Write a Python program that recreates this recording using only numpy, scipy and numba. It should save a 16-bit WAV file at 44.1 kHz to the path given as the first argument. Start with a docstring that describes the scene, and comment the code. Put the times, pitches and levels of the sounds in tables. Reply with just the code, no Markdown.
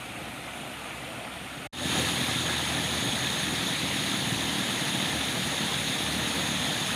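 """First a swollen forest river rushes past a footbridge; after a short silence a closer, louder waterfall
pours into its pool. Both waters are shaped noise mixed with thousands of tiny ringing bubbles.
Cicadas, made of noise squeezed into narrow bands, buzz faintly in the trees.
By the river a small engine hums far off, made of two wavering tones. Under the roar of the fall another
one putters, made of uneven thumps, rough puffs and a drone, and slowly loses speed."""
import sys
import numpy as np
from scipy import signal
from scipy.fft import rfft, irfft, next_fast_len
from scipy.io import wavfile
from scipy.ndimage import uniform_filter1d
from numba import njit

SR = 44100
rng = np.random.default_rng(int(sys.argv[2]) if len(sys.argv) > 2 else 0)


def generate_wav(signal):
    """Clip the signal to [-1, 1] and save it as 16-bit WAV at the path in sys.argv[1]."""
    frames = np.transpose(np.atleast_2d(signal))
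    scaled = np.clip(frames, -1, 1) * 32767
    pcm = np.round(scaled).astype(np.int16)
    wavfile.write(sys.argv[1], SR, pcm)


N = 306495

# tone colour of the river, as a curve: pitch_hz, relative level_db
RIVER_COLOUR = [(40, -13), (130, 2), (310, 1), (420, -8), (720, 0.1), (1020, -9.5), (1400, -4),
                (1550, -8.6), (2450, -4.5), (3620, -9.5), (5140, -21.5), (7570, -23), (9030, -14.5),
                (15300, -32)]
# tone colour of the waterfall, as a curve: pitch_hz, relative level_db
FALLS_COLOUR = [(45, -20), (72, -8.5), (150, 1), (270, -1.5), (430, -9), (540, -7), (820, -6.5),
                (1080, -10.5), (1300, -8.5), (1500, -11), (1720, -4.5), (2200, -7.5), (2900, -7.5),
                (3650, -1.58), (4960, -16.5), (7840, -20.5), (9750, -12.5), (13290, -29), (15300, -28.5)]
# tone colour of the engine's exhaust heard from afar, as a curve: pitch_hz, relative level_db
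EXHAUST_COLOUR = [(40, -31), (60, -22), (80, -7), (118, -3), (160, 0), (190, -1), (250, -0.5), (340, -8.5),
                  (420, -23), (900, -42.5)]
# tones of the far engine by the river: pitch_hz, level_db (rms)
HUM_TONES = [(66, -55), (132, -57.5)]
# thin lines of the cicadas by the river: pitch_hz, level_db (rms)
RIVER_CICADA_LINES = [(6293, -68), (6449, -70), (6605, -67.5), (6772, -72), (6918, -69), (7117, -68),
                      (8958, -70), (10928, -67), (11666, -68)]
# bands of the cicada chorus at the pool: pitch_hz, width_hz (before widening), level_db (rms)
POOL_CICADA_BANDS = [(6030, 60, -55), (6445, 70, -51), (6554, 100, -47), (6740, 74, -49),
                     (7120, 200, -53.5)]

RIVER_END_S, FALLS_START_S = 1.671, 1.729
# level of the water above 1 kHz, before its slaps and the pool's fade
RIVER_DB, FALLS_DB = -41, -31
# the pool fades in from a low level, overshoots and settles
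FADE_FROM_DB, FADE_S, OVERSHOOT_DB, SETTLE_S = -13, 0.26, 3.5, 0.16
# the engine's firing rate sags steadily, and sheds a little extra speed at first
FIRING_HZ, SAG_HZ_PER_S, EXTRA_HZ, SHED_S = 40.59, 0.73, 2.1, 0.8
# putter at FIRING_HZ: level, upper part against bass, and level change per hertz of speed
PUTTER_DB, PUTTER_BRIGHT_DB, PUTTER_DB_PER_HZ = -37, -2, 0.57
# the putter swells once: middle, time to fall to 37 % on either side, added level and brightness
SWELL_AT_S, SWELL_S, SWELL_DB, SWELL_BRIGHT_DB = 4.2, 0.95, 2.5, 4.5
# the crank's clean drone at FIRING_HZ: level, and level change per hertz of speed
DRONE_DB, DRONE_DB_PER_HZ = -45, 1.0
TOP_HZ = 15450  # upper limit of the microphone

TIME = np.arange(N) / SR  # seconds
POOL_AGE = np.maximum(TIME - FALLS_START_S, 0)  # seconds since the waterfall came in


def undb(db):
    """Turn decibels into a gain."""
    return 10 ** (np.asarray(db) / 20)


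def unit(x):
    """Scale a sound to an rms level of 1."""
    return x / np.sqrt(np.mean(x ** 2))


def walk(rate):
    """A smooth random wander: levels held for 1 / rate seconds, averaged twice, scaled to rms 1."""
    hold = max(int(SR / rate), 2)
    # tanh rounds off the extremes
    steps = np.tanh(rng.standard_normal(N))[np.arange(N) // hold]
    smoothed = uniform_filter1d(steps, hold, mode="wrap")
    return unit(uniform_filter1d(smoothed, hold, mode="wrap"))


def colour(x, points):
    """Filter a sound along a curve of (Hz, dB) points, never reacting ahead of time."""
    size = 8192
    hz, db = np.transpose(points)
    freqs = np.maximum(np.fft.rfftfreq(size, 1 / SR), 1)
    gain_db = np.interp(np.log(freqs), np.log(hz), db)
    # folding the cepstrum (transform of the log gain) puts the filter's response after time zero
    cepstrum = irfft(np.log(undb(gain_db)))
    cepstrum[1:size // 2] *= 2
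    cepstrum[size // 2 + 1:] = 0
    response = irfft(np.exp(rfft(cepstrum)))
    return signal.fftconvolve(x, response)[:N]


def resonate(x, hz, width_hz):
    """Ring at one pitch; the resonance is applied twice so that its sides are steep."""
    b, a = signal.iirpeak(hz, hz / width_hz, fs=SR)
    return signal.lfilter(b, a, signal.lfilter(b, a, x))


def forest(x, t60_s, wet_db):
    """Trunks and the rock face scatter a sound into a short diffuse tail, here fading noise."""
    age = TIME[:SR]
    echoes = rng.standard_normal(SR) * np.exp(-np.log(1000) * age / t60_s)
    tail = signal.fftconvolve(x, echoes / np.linalg.norm(echoes))[:N]
    return x + undb(wet_db) * tail


def reflections(x, db, count):
    """Nearby stones and trunks return faint early copies that ripple the spectrum."""
    lags = (SR * (0.003 + 0.02 * rng.random(count))).astype(int)
    # every other copy is flipped in sign
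    copies = sum((-1) ** k * np.roll(x, lag) for k, lag in enumerate(lags))
    return x + undb(db) * copies / np.sqrt(count)


def far_hum(waver=0.017, swell_db=3):
    """The two lowest tones of a distant engine, wavering together in pitch and apart in strength."""
    seconds = np.cumsum(1 + waver * walk(12)) / SR
    hum = 0
    for hz, db in HUM_TONES:
        tone = np.sin(2 * np.pi * hz * seconds)
        hum = hum + undb(db) * unit(tone * undb(swell_db * walk(9.7)))
    return hum


def river_cicadas(width_hz=50, swell_db=4.5, drift=0.004):
    """Thin lines of a far buzz, each drifting in pitch, swelling and fading on its own."""
    buzz = 0
    for hz, db in RIVER_CICADA_LINES:
        line = resonate(rng.standard_normal(N), hz, width_hz)
        # turning the complex signal slides the pitch up and down
        bend = np.exp(2j * np.pi * hz * np.cumsum(drift * walk(4)) / SR)
        line = (signal.hilbert(line, next_fast_len(N))[:N] * bend).real
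        buzz = buzz + undb(db) * unit(line * undb(swell_db * walk(6.5)))
    return buzz


def pool_cicadas(swell_db=1.6):
    """So many insects click at once that they merge into noise, which rings at the pitches of their bodies."""
    chorus = 0
    for hz, width, db in POOL_CICADA_BANDS:
        band = resonate(rng.standard_normal(N), hz, 1.4 * width)
        chorus = chorus + undb(db) * unit(band * undb(swell_db * walk(11)))
    return chorus


def engine(jitter=0.006, scatter_db=2.4, wobble_db=3):
    """One cylinder: an uneven thump at every firing, mostly its bass carrying, over a drone from the crank."""
    hz = FIRING_HZ - SAG_HZ_PER_S * POOL_AGE + EXTRA_HZ * np.exp(-POOL_AGE / SHED_S)
    swell = np.exp(-((TIME - SWELL_AT_S) / SWELL_S) ** 2)
    putter_db = PUTTER_DB + PUTTER_DB_PER_HZ * (hz - FIRING_HZ) + SWELL_DB * swell
    bright_db = PUTTER_BRIGHT_DB + SWELL_BRIGHT_DB * swell
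    drone_db = DRONE_DB + DRONE_DB_PER_HZ * (hz - FIRING_HZ)

    # count the firings; each one gets its own strength
    turns = np.cumsum(hz * (1 + jitter * walk(20))) / SR
    scatter = np.clip(rng.standard_normal(N), -2, 2)
    strength = undb(scatter_db * scatter)[turns.astype(int)]
    firings = np.diff(np.floor(turns), prepend=0) * strength
    # each thump drags a short rough puff of gas
    puffs = np.exp(-(turns % 1) / 0.44) * strength * rng.standard_normal(N)
    blasts = unit(firings) + undb(-1.5) * unit(puffs)
    thumps = colour(forest(blasts, t60_s=0.24, wet_db=-4.5), EXHAUST_COLOUR)

    # the weight shifts from the bass to the upper part as it swells
    deep = signal.sosfiltfilt(signal.butter(2, 170, fs=SR, output="sos"), thumps)
    putter = unit(deep * undb(-bright_db / 2) + (thumps - deep) * undb(bright_db / 2))
    # the crank turns twice per firing
    drone = unit(np.sin(2 * np.pi * 2 * turns) * undb(wobble_db * walk(9)))
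    return putter * undb(putter_db) + drone * undb(drone_db)


@njit
def ring(starts, hz, cycles, sizes, glide):
    """Each bubble is a dying sine whose pitch rises as it nears the surface."""
    out = np.zeros(N)
    for k in range(len(starts)):
        length, phase = int(cycles[k] * SR / hz[k]), 0.
        for i in range(min(length, N - starts[k])):
            age = i / length
            phase += 2 * np.pi * hz[k] * (1 + glide * age) / SR
            out[starts[k] + i] += sizes[k] * np.exp(-5 * age) * np.sin(phase)
    return out


def bubbles(low_hz, high_hz, cycles, spread_db, glide, count):
    """A swarm of bubbles at random times, mostly faint; a boost for high ones evens out the spectrum."""
    when, pitch, life, size = rng.random((count, 4)).T
    hz = low_hz + (high_hz - low_hz) * pitch ** 2  # low pitches are the most common
    sizes = undb(-spread_db * np.log(0.01 + size)) * hz ** 0.75
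    starts = (when * N).astype(np.int64)
    return unit(ring(starts, hz, cycles * (0.5 + life), sizes, float(glide)))


def flicker(x, depth_db, hold_s, width_hz):
    """Patches of the spectrum, a splash long and a splash wide, swell and fade each on their own."""
    size = 256
    _, _, bins = signal.stft(x, nperseg=size)
    patches = rng.standard_normal(bins.shape)
    patches = uniform_filter1d(patches, max(round(hold_s * 2 * SR / size), 1), axis=1)
    patches = uniform_filter1d(patches, max(round(width_hz * size / SR), 1), axis=0)
    return signal.istft(bins * undb(depth_db * unit(patches)), nperseg=size)[1][:N]


def water(spectrum, fizz_db, gurgle_db, patchy_db, splash_db, patter_db, churn_db, echo_db):
    """Spray, fizz and longer-ringing bubbles; the upper part pulses like slaps, the lower part churns."""
    fizz = bubbles(863, 14300, cycles=4.6, spread_db=1, glide=0.18, count=36000)
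    gurgle = bubbles(446.8, 4200, cycles=37.0, spread_db=2, glide=0.078, count=3000)
    spray = unit(rng.standard_normal(N))
    wash = spray + undb(fizz_db) * fizz + undb(gurgle_db) * gurgle
    wash = colour(flicker(wash, patchy_db, hold_s=0.042, width_hz=700), spectrum)
    # split at 1 kHz
    low = signal.sosfiltfilt(signal.butter(3, 1000, fs=SR, output="sos"), wash)
    high = reflections(wash - low, echo_db, count=6)
    slaps = undb(splash_db * walk(24) + patter_db * walk(220))
    churn = undb(churn_db * walk(16))
    return (high * slaps + low * churn) / np.std(high)


def river():
    """The swollen river heard from the bridge: rushing water with its own tone colour."""
    return undb(RIVER_DB) * water(RIVER_COLOUR, fizz_db=-5, gurgle_db=-12, patchy_db=1.0,
                                  splash_db=-0.04, patter_db=-0.3, churn_db=0.3, echo_db=-16)


def falls():
    """Sheets of water break on the rock and plunge into the pool."""
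    return undb(FALLS_DB) * water(FALLS_COLOUR, fizz_db=-6.5, gurgle_db=-13.0, patchy_db=1.07,
                                  splash_db=0.15, patter_db=-0.29, churn_db=1.03, echo_db=-18.0)


def pool_fade():
    """Gain of the pool: a straight rise to a brief overshoot, which dies away."""
    rise = np.interp(POOL_AGE, [0, FADE_S], [undb(FADE_FROM_DB - OVERSHOOT_DB), 1])
    settling = np.exp(-np.maximum(POOL_AGE - FADE_S, 0) / SETTLE_S)
    return rise * undb(OVERSHOOT_DB * settling)


def scene():
    """First the bridge, then the pool; the sound is the same in both ears."""
    edge_s = 0.008  # length of the soft edges around the silence
    at_bridge = np.clip((RIVER_END_S - TIME) / edge_s + 0.5, 0, 1)
    at_pool = np.clip((TIME - FALLS_START_S) / edge_s + 0.5, 0, 1)
    bridge = river() + far_hum() + river_cicadas()
    pool = pool_fade() * (falls() + engine() + pool_cicadas())
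    mono = at_bridge * bridge + at_pool * pool
    return np.array([mono, mono])


def record(dry, low_cut_hz=48):
    """The microphone drops the deepest bass, and the top is cut steeply."""
    low_cut = signal.butter(3, low_cut_hz, "high", fs=SR, output="sos")
    top_cut = signal.ellip(10, 0.1, 70, TOP_HZ, fs=SR, output="sos")
    return signal.sosfilt(top_cut, signal.sosfilt(low_cut, dry))


dry = scene()
out = record(dry)
generate_wav(out)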